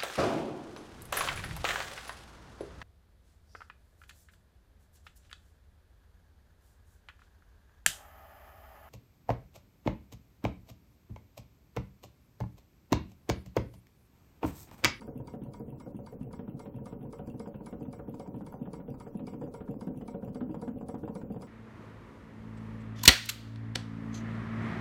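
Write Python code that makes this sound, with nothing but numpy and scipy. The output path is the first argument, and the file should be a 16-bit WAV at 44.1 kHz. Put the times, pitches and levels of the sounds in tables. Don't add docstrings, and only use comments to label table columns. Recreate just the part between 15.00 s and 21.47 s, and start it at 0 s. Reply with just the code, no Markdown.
import sys
import numpy as np
from scipy import signal
from scipy.fft import rfft, irfft
from scipy.io import wavfile
from scipy.ndimage import uniform_filter1d

SR = 44100
rng = np.random.default_rng(int(sys.argv[2]) if len(sys.argv) > 2 else 0)


def store_wav(level_fs):
    pcm = np.round(np.clip(np.atleast_2d(level_fs), -1, 1) * 32767)
    wavfile.write(sys.argv[1], SR, pcm.T.astype(np.int16))


def rack_gain(trim_db):
    fader = np.asarray(trim_db, float)
    return 10 ** (fader / 20)


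N = 285327


def read(points, hz):
    f, value = np.transpose(points)
    return np.interp(np.log(hz + 1), np.log(f + 1), value)


def add(mix, s, sound):
    part = mix[round(s * SR):][:len(sound)]
    part += sound[:len(part)]


def strike(modes, db, luck, rise_s, detune=0.035, uneven_db=4.0):
    hz, mode_db, t60 = np.transpose(modes)[:, :, None]
    share, bend, phase = luck[:3 * len(modes)].reshape(3, -1, 1)
    t = np.arange(round(t60.max() * SR)) / SR
    decay = rack_gain(mode_db + uneven_db * share - 60 * t / t60)
    rings = decay * np.sin(2 * np.pi * hz * (1 + detune * bend) * t + 0.67 * phase)
    sound = rings.sum(0) * (1 - np.exp(-t / rise_s)) ** 2
    return rack_gain(db) * np.sqrt(2) * sound / abs(sound).max()


def swell(t, top_s, sharp):
    return (t / top_s * np.exp(1 - t / top_s)) ** sharp


def puff(noise, lo_hz, hi_hz, top_s, sharp):
    t = np.arange(len(noise)) / SR
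    sos = signal.butter(3, (lo_hz, hi_hz), "bandpass", fs=SR, output="sos")
    band = signal.sosfilt(sos, noise)
    return band / band.std() * swell(t, top_s, sharp)


# (time [s], base level [dB], frame level [dB])
SEAT = [(.017, -45, -52.5), (.281, -53, -65), (.537, -53, -54), (.803, -68, -63), (1.067, -68, -69),
        (1.33, -43, -46), (1.597, -72, -47), (1.863, -44, -49), (2.129, -56, -44.5), (2.398, -40.5, -39.5),
        (2.664, -42, -46), (2.926, -49, -45), (3.195, -43.5, -39.5), (3.468, -47, -48),
        (3.732, -38.5, -41.5), (4.006, -53.5, -55.5), (4.272, -37.5, -42), (4.539, -47.5, -42),
        (4.818, -35, -42.5), (5.081, -39, -42), (5.354, -36, -39), (5.621, -37.5, -37), (5.887, -39.5, -36),
        (6.154, -35, -40.5), (6.42, -53, -44)]
# (time [s], base level [dB], frame level [dB])
PULL = [(.075, -39.5, -42), (.336, -38.5, -40), (.597, -38, -44), (.862, -39.5, -41.5), (1.123, -61, -43),
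        (1.392, -36.5, -43), (1.656, -44, -43), (1.924, -38.5, -42.5), (2.193, -46, -40),
        (2.47, -36, -41.5), (2.725, -36.5, -41.5), (2.992, -44, -42.5), (3.276, -37.5, -42),
        (3.538, -41.5, -43.5), (3.79, -39, -45.5), (4.064, -41.5, -42), (4.331, -36, -42),
        (4.606, -39, -40), (4.87, -28.5, -40.5), (5.144, -35.5, -37), (5.412, -30.5, -40),
        (5.677, -30, -44), (5.939, -32, -44), (6.233, -33.5, -45)]
# (time [s], base level [dB], frame level [dB])
CENTRE = [(.156, -34.5, -49.5), (.416, -33.5, -64), (.679, -39.5, -47), (.945, -33.5, -63),
          (1.21, -35, -59), (1.479, -33.5, -47), (1.744, -38.5, -63), (2.007, -45.5, -55),
          (2.276, -35.5, -44.5), (2.545, -38, -48), (2.81, -34.5, -43), (3.081, -32.5, -41.5),
          (3.34, -35.5, -45), (3.612, -30, -45), (3.881, -36, -39), (4.15, -30, -42.5), (4.412, -45, -36),
          (4.687, -30.5, -41), (4.968, -36, -48), (5.228, -35, -40), (5.494, -32.5, -45), (5.758, -36, -45),
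          (6.03, -33, -38.5), (6.3, -33, -40.5)]
# (time [s], base level [dB], frame level [dB], tray level [dB])
RETURN = [(.197, -45, -46, -37.5), (.463, -50, -63, -49), (.723, -48, -48.5, -41.5),
          (.987, -50, -43, -44.5), (1.266, -54, -44.5, -43), (1.542, -45, -48, -37),
          (1.812, -38.5, -46, -41.5), (2.048, -57, -48, -40), (2.343, -41.5, -48, -41.5),
          (2.608, -39, -47, -61), (2.878, -36.5, -46.5, -41.5), (3.14, -36, -47, -52),
          (3.412, -37, -51, -71), (3.665, -36, -45, -46), (3.942, -52.5, -73, -52), (4.201, -42, -44, -48),
          (4.478, -39, -44.5, -45), (4.749, -41, -49, -57), (5.018, -39, -45.5, -47),
          (5.275, -65, -48, -38), (5.541, -42, -43, -48), (5.807, -45, -45, -58), (6.075, -71, -52, -51),
          (6.36, -33, -41, -42)]
# (time [s], base level [dB], frame level [dB])
PULL_BOUNCE = [(.09, -58.5, -53), (.352, -42, -61), (.614, -42, -55), (.878, -42, -65), (1.14, -41, -59.5),
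               (1.413, -43, -76), (1.676, -39, -66), (1.962, -40, -63), (2.207, -39.5, -59),
               (2.744, -40, -61), (4.367, -39, -59), (4.897, -34, -43), (5.157, -50, -45),
               (5.429, -31, -54), (5.474, -37, -61)]
# (time [s], base level [dB], frame level [dB], tray level [dB])
CRANK_BOUNCE = [(.447, -54, -50, -63), (.48, -56, -49, -42), (.742, -49, -67, -52), (1.237, -55, -52, -46),
                (1.762, -48, -47.5, -38.5), (2.027, -40.5, -45.5, -72), (2.069, -43, -50, -46),
                (3.365, -36, -45.5, -45.5), (3.679, -37, -52, -56.5), (3.904, -41, -61.5, -40),
                (4.223, -36, -59, -49), (4.433, -38, -41.5, -44.5), (4.702, -58, -43, -45),
                (5.249, -38, -47, -51), (5.296, -36.5, -63, -54), (5.567, -33, -62, -61),
                (5.826, -34, -44, -47), (6.094, -33.5, -41, -72)]
STEADY_TRAY_DB = dict(seat=-56.5, pull=-46.5, centre=-41, pull_bounce=-48)


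def strokes():
    kinds = dict(seat=SEAT, pull=PULL, centre=CENTRE, back=RETURN,
                 pull_bounce=PULL_BOUNCE, crank_bounce=CRANK_BOUNCE)
    rows = []
    for kind, table in kinds.items():
        for s, base_db, frame_db, *tray in table:
            tray_db = tray[0] if tray else STEADY_TRAY_DB[kind]
            rows.append((s, base_db, tray_db, frame_db))
    return sorted(rows)


# (frequency [Hz], level [dB], t60 [s])
BASE_MODES = [(180.7, -2, 0.031), (198.6, 2, 0.062), (229.5, 2.5, 0.055), (253.2, -3, 0.058),
              (299.4, -10, 0.072)]
TRAY_MODES = [(118, 2.2, 0.07), (131.8, 8.9, 0.16)]
FRAME_MODES = [(457.3, 2.5, 0.085), (501.6, -1, 0.091), (530, -6.5, 0.074), (560.2, -8, 0.14),
               (736.2, -7, 0.087), (795, -15.5, 0.095)]


def knocks():
    out, rows = np.zeros(N), strokes()
    for (s, base_db, tray_db, frame_db), luck in zip(rows, rng.standard_normal((len(rows), 2500))):
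        add(out, s, strike(BASE_MODES, base_db, luck, 0.0055, detune=0.017, uneven_db=4.0))
        add(out, s, strike(TRAY_MODES, tray_db, luck[40:], 0.002, detune=0.008, uneven_db=3.0))
        add(out, s, strike(FRAME_MODES, frame_db, luck[80:], 0.004, detune=0.005, uneven_db=2.2))
    return out


# (time [s], level [dB])
CLACKS = [(.0084, -51.5), (0.2723, -51), (0.535, -51), (0.799, -52), (1.0622, -52.5), (1.3284, -51),
          (1.593, -48), (1.857, -48.5), (2.126, -50.5), (2.395, -49), (2.6603, -49.5), (2.9272, -51),
          (3.1954, -51), (3.464, -51.5), (3.7316, -50), (3.9995, -50.5), (4.2685, -49), (4.5391, -49),
          (4.8084, -52.5), (5.0773, -49.5), (5.3456, -52.5), (5.6148, -51.5), (5.8842, -49.5), (6.151, -49),
          (6.4191, -49)]
# (time [s], level [dB])
TOUCHES = [(0.522, -61), (0.788, -75), (1.8447, -61), (2.1096, -84), (2.3765, -61), (2.91, -63),
           (3.989, -68), (4.253, -65), (4.797, -62.5), (5.5977, -62), (6.144, -55)]
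# (frequency [Hz], level [dB], t60 [s])
VALVE_MODES = [(1210, 8.5, 0.035), (2290, -5, 0.054), (3350, 0, 0.011), (3937, -6.5, 0.021),
               (4670, 9, 0.019), (4790, -7.5, 0.041), (5005, 6.5, 0.02), (6030, -5, 0.031),
               (7250, -7.5, 0.037), (9460, 7.5, 0.0036), (10290, 0, 0.041), (10350, 1.5, 0.028)]
# (frequency [Hz], level [dB], time to the loudest point [s])
SQUEAL = [(7730, -4, 0.027), (5590, -8, 0.027)]


def valve():
    out, t = np.zeros(N), np.arange(3500) / SR
    shell = [(2130, 0, 0.19)]
    shell_fade_db_per_s = -0.6
    squeal_db = -18
    band = signal.butter(4, (3000, 10800), "bandpass", fs=SR, output="sos")
    for (s, db), luck in zip(CLACKS, rng.standard_normal((len(CLACKS), len(t)))):
        add(out, s, strike(VALVE_MODES, db - 2.5, luck, 0.00065, detune=0.0024))
        shell_db = db - 18 + shell_fade_db_per_s * s
        add(out, s + 0.006, strike(shell, shell_db, luck[80:], 0.0022, detune=0.0032, uneven_db=0))
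        add(out, s, rack_gain(db - 11) * puff(luck, 8400, 9600, 0.0009, 1.3))
        add(out, s + 0.0036, strike(VALVE_MODES[:4], db - 3.0, luck[40:], 0.00049, detune=0.0031))
        add(out, s, rack_gain(db - 7.5 - 60 * t / 0.065) * signal.sosfilt(band, luck))
        add(out, max(s - 0.03, 0), rack_gain(db - 29.5) * puff(luck[::-1], 2000, 10600, 0.055, 1.1))
        for hz, line_db, top_s in SQUEAL:
            tone = np.sin(2 * np.pi * hz * t + 3 * luck[0])
            add(out, s, rack_gain(db + squeal_db + line_db) * swell(t, top_s, 4.1) * tone)
    for (s, db), luck in zip(TOUCHES, rng.standard_normal((len(TOUCHES), 40))):
        add(out, s, strike(VALVE_MODES[2:], db - 8.5, luck, 0.000093, detune=0.0072))
    return out


# (time [s], bright tick level [dB], rod level [dB])
PIN_TICKS = [(0.1773, -50, -70), (0.437, -55.5, -68), (0.7034, -53, -86), (0.967, -51.5, -70.5),
             (1.231, -53.5, -72), (1.497, -57, -87), (1.7623, -54.5, -71.5), (2.0292, -55, -70.5),
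             (2.2988, -62, -66.5), (2.561, -56, -78), (2.829, -54.5, -76.5), (3.096, -51.5, -87),
             (3.3629, -54.5, -72), (3.63, -54, -116), (3.903, -51, -68), (4.173, -49.5, -99.5),
             (4.4394, -59, -67.5), (4.711, -50, -68.5), (4.975, -51, -68.5), (5.248, -52.5, -68.5),
             (5.513, -58, -67.5), (5.7865, -58.5, -82), (6.0538, -57, -83), (6.323, -54, -66.5)]
# (time [s], bright tick level [dB], pin level [dB])
ROD_TICKS = [(.0715, -54, -94), (.3316, -60, -73), (.596, -53.5, -99), (.6779, -81, -90), (.859, -63, -88),
             (1.1235, -53, -83), (1.6536, -58, -77), (1.918, -73, -77), (2.1868, -59, -69),
             (2.2716, -54.5, -78), (2.7106, -58, -78), (2.8001, -88, -99), (2.9874, -64, -80),
             (3.5232, -48.5, -80), (4.137, -73, -88), (4.3294, -58, -70), (4.8687, -52, -80),
             (5.9918, -67, -82)]


def ticks():
    pin_db, rod_db = -67, -70.5
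    at_pin = [(s, db, pin_db, other_db) for s, db, other_db in PIN_TICKS]
    at_rod = [(s, db, other_db, rod_db) for s, db, other_db in ROD_TICKS]
    return sorted(at_pin + at_rod)


# (frequency [Hz], level [dB], t60 [s])
LINK_MODES = [(10360, -4, 0.0053), (11920, -7, 0.0084), (13320, -1.5, 0.0049), (14300, -3.5, 0.002)]
PIN_MODES = [(2713, -15, 0.043), (2660, -6, 0.006), (3130, -8, 0.0043)]
ROD_MODES = [(4770, -5.5, 0.057), (5760, 1, 0.013), (7060, -5, 0.032), (7280, 0.5, 0.014), (8760, 4, 0.016)]


def links():
    out, rows = np.zeros(N), ticks()
    for (s, db, pin_db, rod_db), luck in zip(rows, rng.standard_normal((len(rows), 4000))):
        add(out, s, strike(LINK_MODES, db - 5.0, luck, 0.0001))
        add(out, s, rack_gain(db - 17) * puff(luck, 10500, 22000, 0.001, 3.0))
        add(out, s, strike(PIN_MODES, pin_db + 4, luck[20:], 0.00018, detune=0.0099, uneven_db=2))
        add(out, s, strike(ROD_MODES, rod_db, luck[40:], 0.00028, detune=0.0053))
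        add(out, s - 0.025, rack_gain(pin_db - 13.0) * puff(luck, 1900, 3300, 0.02, 1.1))
        add(out, s - 0.004, rack_gain(rod_db - 13.5) * puff(luck, 4600, 12000, 0.012, 0.24))
    return out


# (time [s], clatter level [dB], ring over it [dB], grit over it [dB])
CLATTER = [(0.0169, -48.5, 3.5, -13), (0.0742, -52.5, -4, -23), (0.1535, -63.5, -1, -8),
           (0.1994, -59, 10.5, -17), (0.2783, -49.5, 4, -14), (0.3356, -50, -8, -15), (0.4179, -57, -1, -9),
           (0.4614, -62, 12, -19), (0.5412, -50, 3, -19), (0.5985, -55.5, 2, -34), (0.6794, -68.5, 4, -2),
           (0.7253, -64, 11, -27), (0.8051, -51.5, 2, -18), (0.8609, -52.5, -4, -22), (0.9448, -64, 8, -8),
           (0.9892, -61.5, 7.5, -26), (1.0695, -48.5, 2, -27), (1.1248, -58.5, -1.5, -11.5),
           (1.2096, -56.5, 0, -8), (1.3059, -56, -2, -17.5), (1.3339, -49, 2, -26), (1.3912, -51, 1.5, -10),
           (1.4755, -53.5, -0.5, -14), (1.5993, -50, 5, -17), (1.6566, -51.5, -1.5, -9),
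           (1.7414, -63, 7.5, -4.5), (1.7843, -55.5, 3, -27), (1.8657, -49, 2.5, -12),
           (1.923, -50.5, -0.5, -14), (2.0083, -57.5, -6, -10.5), (2.0512, -59, 6.5, -28),
           (2.1321, -47.5, 1.5, -18), (2.1899, -50.5, -2, -10.5), (2.2742, -54, -2, -20.5),
           (2.3391, -58.5, 4, -23), (2.3989, -49, 1, -15), (2.4578, -50.5, 3, -14), (2.5411, -54, 1, -7.5),
           (2.6035, -60, 9, -26), (2.6653, -45.5, -1.5, -22), (2.7252, -47, -6, -12.5),
           (2.808, -55, -3, -19), (2.8519, -54.5, 3, -13), (2.9327, -50.5, 3.5, -21.5),
           (2.9911, -46, -8.5, -23), (3.0739, -54.5, 1, -21), (3.1383, -58, 10.5, -9),
           (3.2001, -50, 3.5, -15), (3.26, -54.5, 7.5, -15)]
# (time [s], clatter level [dB], ring over it [dB], grit over it [dB])
CLATTER_LATER = [(3.3043, -71, 9, -11), (3.3422, -55, 8, -13), (3.4116, -53, 1.5, -17),
                 (3.4671, -50, 4, -26), (3.5238, -50.5, 3, -18), (3.607, -63.5, 7, -18.5),
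                 (3.6541, -50.5, -0.5, -12), (3.7363, -48, 3, -10), (3.7977, -51.5, -7, -16.5),
                 (3.877, -56.5, 2, -10.5), (3.9429, -55, 1.5, -33), (4.0052, -49, 3, -11.5),
                 (4.0622, -51, -6, -18.5), (4.1431, -59, 6, -14), (4.1918, -52.5, 1, -7),
                 (4.2771, -49.5, 5, -8.5), (4.3333, -51, -1, -13.5), (4.4163, -47.5, 1.5, -26),
                 (4.4628, -54.5, -5, -20.5), (4.544, -48.5, 6, -15), (4.6047, -47.5, -8, -14),
                 (4.6766, -48.5, -1.5, -21.5), (4.8104, -48.5, 2, -14), (4.8708, -49, -3, -15),
                 (4.9434, -64.5, 6, -7.5), (5.0126, -53.5, -7, -6.5), (5.081, -50, 6.5, -16),
                 (5.14, -50, -5, -15), (5.2236, -51, -4, -20.5), (5.2797, -55.5, 0, -11),
                 (5.3518, -46.5, -3.5, -16.5), (5.4065, -42.5, -7, -17.5), (5.4924, -55.5, 4, -14),
                 (5.5472, -49.5, 4.5, -12), (5.6211, -47, 3.5, -40), (5.6764, -44, -10, -17),
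                 (5.8106, -52, 2.5, -21.5), (5.8889, -47.5, 0.5, -13), (5.9463, -46.5, -4, -17.5),
                 (6.0311, -48, -6, -20), (6.081, -49.5, 6, -13), (6.1573, -49, 3.5, -16),
                 (6.2125, -47.5, -8, -14.5), (6.299, -56, 1, -14.5), (6.3605, -52.5, 1.5, -13.5),
                 (6.4257, -48.5, 0, -13)]
# (frequency [Hz], level [dB],
# t60 [s])
CYLINDER_MODES = [(929.6, 0.5, 0.065), (956, -8, 0.047), (737, -9.5, 0.059)]


def clatter():
    out, rows = np.zeros(N), list(CLATTER) + list(CLATTER_LATER)
    for (s, db, ring_db, grit_db), luck in zip(rows, rng.standard_normal((len(rows), 2600))):
        add(out, s, strike(CYLINDER_MODES, db + ring_db - 2.5, luck, 0.0014, detune=0.0056, uneven_db=1.5))
        add(out, s - 0.001, rack_gain(db - 9.0) * puff(luck, 786, 1544, 0.0051, 0.67))
        add(out, s - 0.001, rack_gain(db + grit_db - 6.5) * puff(luck[::-1], 1700, 3400, 0.0051, 1.0))
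    return out


# (time [s], jingle level [dB], dull tap level [dB])
RATTLES = [(2.2613, -65.5, -55), (2.2731, -57, -51), (2.475, -59.5, -44.5), (2.6095, -66.5, -46),
           (2.8085, -64.5, -47.5), (3.1433, -55.5, -44.5), (3.2755, -61, -46), (3.4087, -73.5, -42),
           (3.5412, -67, -37.5), (3.6755, -74, -42), (3.9418, -65, -49), (4.0757, -61.5, -49),
           (4.2093, -68, -48.5), (4.3424, -68, -47), (4.4134, -59, -43), (4.4757, -76, -50),
           (4.7418, -67.5, -45), (5.011, -65, -45), (5.2774, -63.5, -45.5), (5.5443, -59.5, -36.5),
           (5.6779, -61, -42), (5.8117, -61.5, -41.5), (5.9443, -60.5, -39.5), (6.0781, -62, -37),
           (6.213, -61, -47), (6.3455, -71.5, -45), (6.411, -57.5, -47)]
# (frequency [Hz], level [dB], t60 [s])
JINGLE_MODES = [(2400, 6, 0.012), (4830, 0.5, 0.014), (6440, -1, 0.0085), (7440, 3.5, 0.015),
                (8700, 0, 0.0068)]
TAP_MODES = [(570, 1, 0.013), (760, -3.5, 0.013)]


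def rattle():
    out = np.zeros(N)
    for (s, db, tap_db), luck in zip(RATTLES, rng.standard_normal((len(RATTLES), 1500))):
        add(out, s, strike(JINGLE_MODES, db - 2.0, luck, 0.00075, detune=0.0083, uneven_db=1.0))
        add(out, s, strike(TAP_MODES, tap_db + 2.0, 0.35 * luck[40:], 0.00033, detune=0.045, uneven_db=7.0))
        add(out, s, rack_gain(db - 14.0) * puff(luck, 3400, 12000, 0.0042, 0.97))
    return out


# (frequency [Hz], t60 [s])
ROOM_DECAY = [(150, 0.76), (1000, 0.39), (5000, 0.23), (12000, 0.12)]


def room():
    taps = np.zeros(SR // 2)
    at = np.arange(300, len(taps) - 20, 20)
    taps[at + rng.integers(0, 20, len(at))] = rng.choice([-1., 1.], len(at))
    hz, t, z = signal.stft(taps, SR, nperseg=256)
    decay = rack_gain(-60 * t / read(ROOM_DECAY, hz)[:, None])
    tail = signal.istft(z * decay, SR, nperseg=256)[1]
    return tail / np.linalg.norm(tail)


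# (frequency [Hz], density [dB per Hz])
FLOOR_SPECTRUM = [(25, -14), (60, -4.5), (130, -7.5), (162, -6.5), (215, -2.5), (370, -11.5), (463, -11),
                  (640, -20.5), (936, -27.5), (1890, -48.5), (3800, -47), (13000, -47.5), (14800, -47.5),
                  (15800, -41.5)]


def floor():
    floor_db, whine_db, whine_hz = -50, -92, 14955
    hz = np.fft.rfftfreq(N, 1 / SR)
    noise = irfft(rfft(rng.standard_normal(N)) * rack_gain(read(FLOOR_SPECTRUM, hz)), N)
    whine = rack_gain(whine_db) * np.sqrt(2) * np.sin(2 * np.pi * whine_hz * np.arange(N) / SR)
    return rack_gain(floor_db) * noise / noise.std() + whine


# (frequency [Hz], level over the quiet level [dB])
GATE = [(2200, -10), (3800, 2), (12000, 2), (14600, -3)]
OPENINGS = [.337, .894, 1.126, 1.219, 3.402, 4.156, 4.68, 4.87, 5.22, 5.677, 6.002]


def gate(x):
    window = np.sqrt(signal.windows.hann(2048, sym=False))
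    hz, t, z = signal.stft(x, SR, window, nperseg=2048, noverlap=1024)
    power = abs(z) ** 2
    band = uniform_filter1d(power, size=25, axis=1)
    quiet = np.median(band, axis=2, keepdims=True)
    limit = quiet * rack_gain(2 * read(GATE, hz))[:, None]
    lone = uniform_filter1d(power, size=3, axis=1) > 1.55 * limit
    opening = (abs(t[:, None] - np.array(OPENINGS)) < 0.016).any(1)
    usual_gain = np.maximum((band > limit) | lone, 0.7 * opening)
    gain = np.where(opening & (hz[:, None] > 14600), 0.4, usual_gain)
    return signal.istft(z * gain, SR, window, nperseg=2048, noverlap=1024)[1][:, :N]


def scene():
    room_db = -11
    engine = knocks() + valve() + links() + clatter() + rattle()
    echoes = signal.fftconvolve(engine, room())[:N]
    return (engine + rack_gain(room_db) * echoes + floor())[None]


def low_pass(x):
    return signal.sosfilt(signal.butter(12, 16710, fs=SR, output="sos"), x)


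def record(dry):
    lowpass = signal.firwin(511, 15850, window=("kaiser", 9), fs=SR)
    limited = signal.oaconvolve(dry, lowpass[None], "same")
    return low_pass(gate(limited))


dry = scene()
out = record(dry)
store_wav(out)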